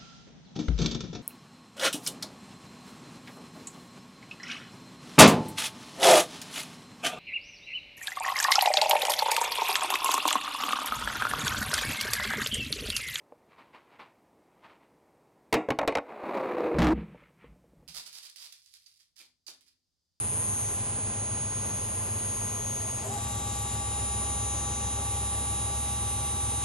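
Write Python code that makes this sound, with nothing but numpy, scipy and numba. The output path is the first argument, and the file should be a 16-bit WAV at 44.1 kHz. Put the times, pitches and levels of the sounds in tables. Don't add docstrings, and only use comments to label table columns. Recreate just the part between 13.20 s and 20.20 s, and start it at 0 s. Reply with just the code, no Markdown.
import sys
import numpy as np
from scipy import signal
from scipy.fft import rfft, irfft
from scipy.io import wavfile
from scipy.ndimage import uniform_filter1d
from numba import njit

SR = 44100
rng = np.random.default_rng(int(sys.argv[2]) if len(sys.argv) > 2 else 0)


def int16_out(signal):
    q = np.round(np.clip(np.atleast_2d(signal).T, -1, 1) * 32767)
    wavfile.write(sys.argv[1], SR, q.astype(np.int16))


N = 308700
T = np.arange(N) / SR
RING_T = T[:SR // 2]
CUT_S = 4.677

# freq_hz, level_db, t60_s
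DESK_MODES = [(292.2, -22.5, 0.15), (458.7, -17.5, 0.13), (590.4, -11.5, 0.05), (711, -9.5, 0.039),
              (825, -7, 0.02), (933, -15, 0.054), (1099, -21, 0.12), (2137, -16.5, 0.04),
              (2510, -21, 0.045), (3730, -31.5, 0.086)]
# freq_hz, density_db
SKIN_SPECTRUM = [(250, -31.5), (700, -19.5), (2000, -8.5), (3200, -6), (4700, -1.5), (7000, -9),
                 (10400, -10), (16000, -24)]
# start_s, snap_db, rub_db, rub_length_s
TOUCHES = [(4.678, -40.5, -47.5, 0.0088), (4.74, -54, -42.5, 0.042), (4.855, -48, -48, 0.016),
           (4.928, -38.5, -48.5, 0.053), (5.023, -48, -50, 0.033), (5.098, -40.5, -72, 0.0055),
           (5.16, -36, -50, 0.096), (5.324, -34, -57, 0.0079), (5.46, -48, -66.5, .015),
           (5.539, -41, -58.5, 0.01), (5.667, -47.5, -62, 0.006), (5.793, -74, -65, 0.018),
           (5.959, -60, -56, 0.055), (6.2655, -44.5, -47, 0.013), (6.4086, -50, -70, 0.01),
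           (6.458, -66, -66, 0.021)]


def from_db(db):
    return 10 ** (np.asarray(db) / 20)


def unit_rms(x):
    return x / np.sqrt(np.mean(x ** 2) + 1e-20)


def cut(x, hz, kind, order=2):
    sos = signal.butter(order, np.clip(hz, 10, .45 * SR), kind, fs=SR, output="sos")
    return signal.sosfilt(sos, x)


def colour(x, spectrum):
    hz, db = np.transpose(spectrum)
    bin_hz = np.maximum(np.fft.rfftfreq(x.shape[-1], 1 / SR), 1)
    skirts = np.minimum(bin_hz / hz[0], 1) ** 2 * np.minimum(hz[-1] / bin_hz, 1) ** 2
    gain = from_db(np.interp(np.log(bin_hz), np.log(hz), db))
    return unit_rms(irfft(rfft(x) * skirts * gain, x.shape[-1]))


def drift(rate_hz):
    points = rng.standard_normal(int(8 * rate_hz) + 2)
    return unit_rms(np.interp(T * rate_hz, np.arange(len(points)), points))


def friction(slips_per_s, spread_db):
    sizes = from_db(spread_db * np.minimum(rng.exponential(1, N), 4)) * rng.standard_normal(N)
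    return unit_rms(sizes * (rng.random(N) < slips_per_s / SR))


def place(events):
    out = np.zeros(N)
    for start_s, db, sound in events:
        start = round(start_s * SR)
        out[start:start + len(sound)] += from_db(db) * sound[:N - start]
    return out


def envelope(start_s, attack_s, hold_s, t60_s):
    decay_db = -60 * np.clip((T - start_s - attack_s - hold_s) / t60_s, 0, 3)
    return np.clip((T - start_s) / attack_s, 0, 1) * from_db(decay_db)


def strokes(rows, rise_s, fall_s):
    power = 0
    for peak_s, db in rows:
        falloff = np.where(T < peak_s, ((T - peak_s) / rise_s) ** 2 / 2, (T - peak_s) / fall_s)
        power += from_db(2 * db) * np.exp(-2 * np.minimum(falloff, 20))
    return np.sqrt(power)


def struck(modes):
    hz, db, t60_s = np.transpose(modes)[:, :, None]
    hz = hz * (1 + .008 * rng.standard_normal(hz.shape))
    gains = from_db(db + 2.5 * rng.standard_normal(hz.shape))
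    signs = (-1) ** np.arange(len(hz))[:, None]
    rings = from_db(-60 * RING_T / t60_s) * np.sin(2 * np.pi * hz * RING_T)
    return np.sum(gains * signs * rings, axis=0)


def burst(spectrum, t60_s):
    return colour(rng.standard_normal(len(RING_T)), spectrum) * from_db(-60 * RING_T / t60_s)


def blows(rows, modes, crack_db, crack_t60_s):
    # freq_hz, density_db
    spectrum = [(100, -17.5), (300, -4.5), (700, 3.5), (1600, -9.5), (2500, -3), (3300, -19), (8000, -18),
                (16000, -31.5)]
    events = []
    for start_s, db, brightness_hz, *_ in rows:
        crack = cut(burst(spectrum, crack_t60_s), 2200, "low", order=4)
        crack += from_db(2.5) * burst(spectrum, t60_s=0.016)
        contact = struck(modes) + from_db(crack_db) * crack
        events.append((start_s, db, cut(contact, brightness_hz, "low")))
    return place(events)


@njit
def moving_resonance(x, angle_rad, radius):
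    y = np.zeros(len(x))
    for i in range(2, len(x)):
        y[i] = x[i] - x[i - 2] + 2 * radius * np.cos(angle_rad[i]) * y[i - 1] - radius ** 2 * y[i - 2]
    return y


def desk_background(covered):
    # freq_hz, density_db
    spectrum = [(30, -15), (150, -2.5), (319, 0.5), (937, -5), (1500, -17), (2170, -17), (3060, -26),
                (13700, -32), (16000, -39)]
    whine_hz = 8230
    air = from_db(-64.5) * colour(rng.standard_normal(N), spectrum)
    air -= 0.62 * covered * cut(air, [250, 2500], "band", order=1)
    return air + from_db(-92) * np.sin(2 * np.pi * whine_hz * T)


def wood_taps():
    # start_s, force_db, brightness_hz
    contacts = [(.122, -41.5, 1140), (3.945, -43.5, 1700), (3.957, -51, 1000), (4.022, -50, 1500),
                (4.104, -58, 1200), (4.241, -46.5, 560), (4.356, -53.5, 560), (4.44, -52.5, 560),
                (4.532, -51.5, 560), (4.628, -52, 560)]
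    # freq_hz, level_db, t60_s
    modes = [(254, -9.5, 0.071), (476, -2, 0.068), (592, -7, 0.07), (867, -6.5, 0.029)]
    return blows(contacts, modes, crack_db=-8.5, crack_t60_s=.035)


def clothes(covered):
    # peak_s, level_db, rise_s
    swishes = [(.335, -61, .02), (0.393, -53, 0.0071), (0.555, -51.5, 0.013), (.74, -65.5, 0.026),
               (0.801, -45, 0.0051), (1.452, -53, 0.015), (1.514, -58, 0.011), (1.635, -68, 0.018),
               (3.801, -50.5, 0.04), (4.062, -60.5, 0.14), (4.25, -58, 0.035)]
    # freq_hz, density_db
    spectrum = [(220, -4.5), (690, -3.5), (960, 5), (1550, -5), (2300, -3), (3200, -12), (4400, -17),
                (6000, -31), (16000, -44)]
    quick = sum(strokes([(s, db)], rise_s, fall_s=0.035) for s, db, rise_s in swishes)
    slow = strokes([(s - 0.03, db - 19) for s, db, _ in swishes], rise_s=0.089, fall_s=0.11)
    rustle = (quick + slow) * colour(friction(slips_per_s=4600, spread_db=0.5), spectrum)
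    return (1 - covered) * rustle + covered * cut(rustle, [1200, 3600], "band")


def case_drop():
    # start_s, force_db, brightness_hz, panel_hz
    knocks = [(2.3263, 0, 5486, 400), (2.3395, 0, 7520, 405), (2.4868, -14.5, 851, 538),
              (2.504, -11, 5414, 408), (2.520, -25, 2176, 470), (2.588, -10.5, 4040, 734),
              (2.6125, -18.5, 1708, 602), (2.6305, -20, 1705, 720), (2.650, -28, 1310, 670),
              (2.6763, -4, 7000, 745), (2.7238, -26, 3415, 890), (2.7528, -12.5, 4890, 512),
              (2.7717, -20.5, 4000, 860), (2.784, -20.5, 3000, 594)]
    # start_s, level_db
    flats = [(2.3263, -12.5), (2.346, -20), (2.5042, -24)]
    # freq_hz, level_db, t60_s
    thump_modes = [(135.7, -3.5, 0.12), (248, -2, 0.1), (314.4, -8.5, 0.24)]
    panel_db, panel_t60_s = -5, 0.039
    desk = blows(knocks, DESK_MODES, crack_db=-5, crack_t60_s=0.053)
    panels = place((s, db, struck([(hz, panel_db, panel_t60_s)])) for s, db, _, hz in knocks)
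    thumps = place((s, db, struck(thump_modes)) for s, db in flats)
    return desk + panels + thumps


def room_echo(x):
    # freq_hz, level_db, t60_s
    bands = [(100, -6, 0.35), (297, 7.5, 0.25), (2493, -4, 0.3), (13650, -8, 0.21)]
    hz, db, t60_s = np.transpose(bands)
    tail = 0
    for low_hz in 40 * 2. ** np.arange(9):
        log_centre = np.log(low_hz * np.sqrt(2))
        band_db, band_t60_s = (np.interp(log_centre, np.log(hz), column) for column in (db, t60_s))
        noise = cut(rng.standard_normal(len(RING_T)), [low_hz, 2 * low_hz], "band")
        tail += noise * from_db(band_db - 60 * RING_T / band_t60_s)
    tail *= np.clip((RING_T - .004) / 0.00298, 0, 1)
    return signal.fftconvolve(x, tail / np.sqrt(SR * 0.016))[:N]


def scrape():
    # start_s, attack_s, hold_s, level_db
    pushes = [(2.83, 0.08, 0.16, -42.5), (3.01, 0.15, 0.16, -33.5), (3.346, .03, 0.19, -37.5)]
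    # freq_hz, density_db
    spectrum = [(70, -35.5), (230, -5.5), (650, -3), (1150, -7.5), (1470, -16.5), (2450, -19),
                (3200, -32.5), (4000, -32), (5500, -46.5), (16000, -52.5)]
    shove_s, judder_hz = 3.583, 322
    sliding = sum(from_db(db) * envelope(*timing, t60_s=0.59) for *timing, db in pushes)
    shove = from_db(-16) * envelope(shove_s, attack_s=0.0049, hold_s=0.088, t60_s=.1)
    catching = from_db(1.7 * drift(130))
    slips = friction(slips_per_s=5000, spread_db=1) * catching
    pitch_hz = judder_hz * (1 + 0.0496 * drift(120))
    judder = np.sin(2 * np.pi * np.cumsum(pitch_hz) / SR) * catching
    judder_gain = from_db(-11.5) * envelope(shove_s, attack_s=0.065, hold_s=0.0785, t60_s=0.0454)
    drag = colour(slips, spectrum) * (sliding + shove * np.abs(judder))
    cavity = hollow(start_s=pushes[0][0], end_s=shove_s) * sliding * catching
    return drag + cavity + judder * judder_gain


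def hollow(start_s, end_s):
    # freq_hz, level_db, growth_db_per_s
    modes = [(343.5, 0, 42.5), (483, 2.5, 25.5)]
    reference_s, sag_per_s, width_hz = 3.45, 0.34, 27
    closing_s = np.clip(T, start_s, end_s) - reference_s
    radius = np.exp(-np.pi * width_hz / SR)
    out = 0
    for hz, db, growth_db_per_s in modes:
        angle_rad = 2 * np.pi * hz * (1 - sag_per_s * closing_s) / SR
        ring = cut(moving_resonance(rng.standard_normal(N), angle_rad, radius), 2 * hz, "low")
        running_rms = np.sqrt(np.abs(uniform_filter1d(ring ** 2, size=1300)) + 1e-12)
        out += from_db(db + growth_db_per_s * closing_s) * ring / running_rms
    return out


def edge_ticks():
    # start_s, level_db
    catches = [(2.905, -28.5), (3.036, -23.5), (3.464, -22.5), (3.516, -20)]
    return cut(place((s, db, struck(DESK_MODES)) for s, db in catches), 1500, "low")


def case_bumps():
    # start_s, force_db, brightness_hz, first_gap_s, rebound_loss_db
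    landings = [(3.545, -30.5, 401, .014, 3), (3.586, -4, 1800, 0.0047, 4), (3.62, -7, 2500, 0.0084, 11),
                (3.668, -11, 4000, 0.02, 7.5), (3.777, -33.5, 596, .029, 10)]
    # freq_hz, level_db, t60_s
    modes = [(64.6, -2, 0.23), (124, -12.5, 0.16), (166, 1, 0.17), (187.7, -15.5, 0.44), (212.1, -8.5, 0.3),
             (249, -5, 0.151), (316.5, -2.5, 0.13), (479.4, -12.5, 0.13)]
    gap_ratio, brightness_ratio = 0.84, 0.639
    contacts = [
        (s + gap_s * np.sum(gap_ratio ** np.arange(k)), db - loss_db * k, hz * brightness_ratio ** k)
        for s, db, hz, gap_s, loss_db in landings for k in range(4)]
    return blows(contacts, modes, crack_db=-6.5, crack_t60_s=0.046)


def grip():
    # peak_s, level_db
    presses = [(3.85, -49), (4.32, -56.5), (4.63, -58)]
    # freq_hz, density_db
    spectrum = [(28, -23), (54, 4.5), (95, -16.5), (165, 4.5), (240, -14), (700, -22.5)]
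    return strokes(presses, rise_s=0.092, fall_s=0.11) * colour(rng.standard_normal(N), spectrum)


def door_air():
    # freq_hz, density_db
    spectrum = [(30, -18), (64, -4.5), (450, -26.5), (2300, -35), (4800, -20), (16000, -42)]
    return from_db(-84.5) * colour(rng.standard_normal((2, N)) + rng.standard_normal(N), spectrum)


def fidget():
    fade_db_per_s, end_s = 7.5, 5.8
    gain = from_db(-62 - fade_db_per_s * (T - CUT_S))
    grain = colour(friction(slips_per_s=2200, spread_db=0), SKIN_SPECTRUM)
    gate = envelope(CUT_S, attack_s=0.0054, hold_s=end_s - CUT_S, t60_s=0.32)
    return gain * gate * cut(grain, 3600, "high")


def snaps():
    return place((s, db - 5.5, cut(burst(SKIN_SPECTRUM, t60_s=.026), 4500, "high", order=1))
                 for s, db, _, _ in TOUCHES)


def rubs():
    swell_db, rise_s, fall_s = 3, 0.0088, 0.03
    full_body_db, crossover_hz = -46.5, 1800
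    power = 0
    for start_s, _, db, length_s in TOUCHES:
        age_s = T - start_s
        attack = np.clip(age_s / rise_s, 0, 1)
        swell = from_db(db - swell_db * np.clip(1 - age_s / length_s, 0, 1))
        release = np.exp(-np.clip((age_s - length_s) / fall_s, 0, 20))
        power += (attack * swell * release) ** 2
    speed = np.sqrt(power)
    grain = colour(friction(slips_per_s=5000, spread_db=1.6), SKIN_SPECTRUM)
    grain *= from_db(1.27 * drift(140))
    body = cut(grain, crossover_hz, "low") * np.minimum(speed / from_db(full_body_db), 1)
    treble = cut(grain, crossover_hz, "high", order=1)
    return speed * (treble + body)


def smacks():
    # start_s, level_db
    hits = [(5.662, -44), (6.2663, -39), (6.28, -37)]
    rings_hz = (4800, 6130)
    slaps = place((s, db, burst(SKIN_SPECTRUM, t60_s=0.036)) for s, db in hits)
    return sum(signal.lfilter(*signal.iirpeak(hz, Q=13.5, fs=SR), slaps) for hz in rings_hz)


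def wall_pats():
    # start_s, thud_db, buzz_db
    pats = [(5.999, -70.5, -59), (6.283, -62, -65)]
    # freq_hz, density_db
    wall_spectrum = [(90, -16), (330, -2), (1000, 0.5), (2000, -15.5)]
    # freq_hz, level_db, t60_s
    frame_modes = [(252, -10, 0.92), (346, -7.5, 0.32)]
    # freq_hz, density_db
    trim_spectrum = [(2150, -22), (2400, -9), (2650, -24)]
    events = []
    for start_s, thud_db, buzz_db in pats:
        boom = from_db(-3.5) * cut(burst(wall_spectrum, t60_s=0.98), 295, "low", order=4)
        thud = burst(wall_spectrum, t60_s=0.3) + boom + struck(frame_modes)
        buzz = burst(trim_spectrum, t60_s=0.24)
        events += [(start_s, thud_db, thud), (start_s, buzz_db, buzz)]
    return place(events)


def at_desk():
    covered = np.clip((T - 3.3) / 0.37, 0, 1)
    drop, bumps = case_drop(), case_bumps()
    quiet = clothes(covered) + desk_background(covered) + edge_ticks() + wood_taps()
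    echo = from_db(-18) * room_echo(drop) + from_db(-35.5) * room_echo(bumps)
    return quiet + drop + scrape() + bumps + echo


def at_door():
    left_delay_s, port_hz = .00008, 4900
    hands = fidget() + rubs() + smacks() + snaps()
    wall = wall_pats()
    left = from_db(-10) * np.interp(T - left_delay_s, T, hands)
    right = from_db(5.5) * hands
    echo = np.array([from_db(4.5) * room_echo(hands), from_db(-0.5) * room_echo(hands)])
    sound = np.array([left, right]) + wall + echo + door_air()
    return sound + 0.72 * signal.lfilter(*signal.iirpeak(port_hz, Q=16, fs=SR), sound)


def scene():
    return np.where(T < CUT_S, at_desk(), at_door()) + grip()


def record(dry):
    low_cut_hz, ceiling, cutoff_hz = 36, 0.091, 16000
    clipped = np.clip(cut(dry, low_cut_hz, "high"), -ceiling, ceiling)
    return signal.sosfilt(signal.ellip(10, .1, 70, cutoff_hz, fs=SR, output="sos"), clipped)


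dry = scene()
out = record(dry)
int16_out(out)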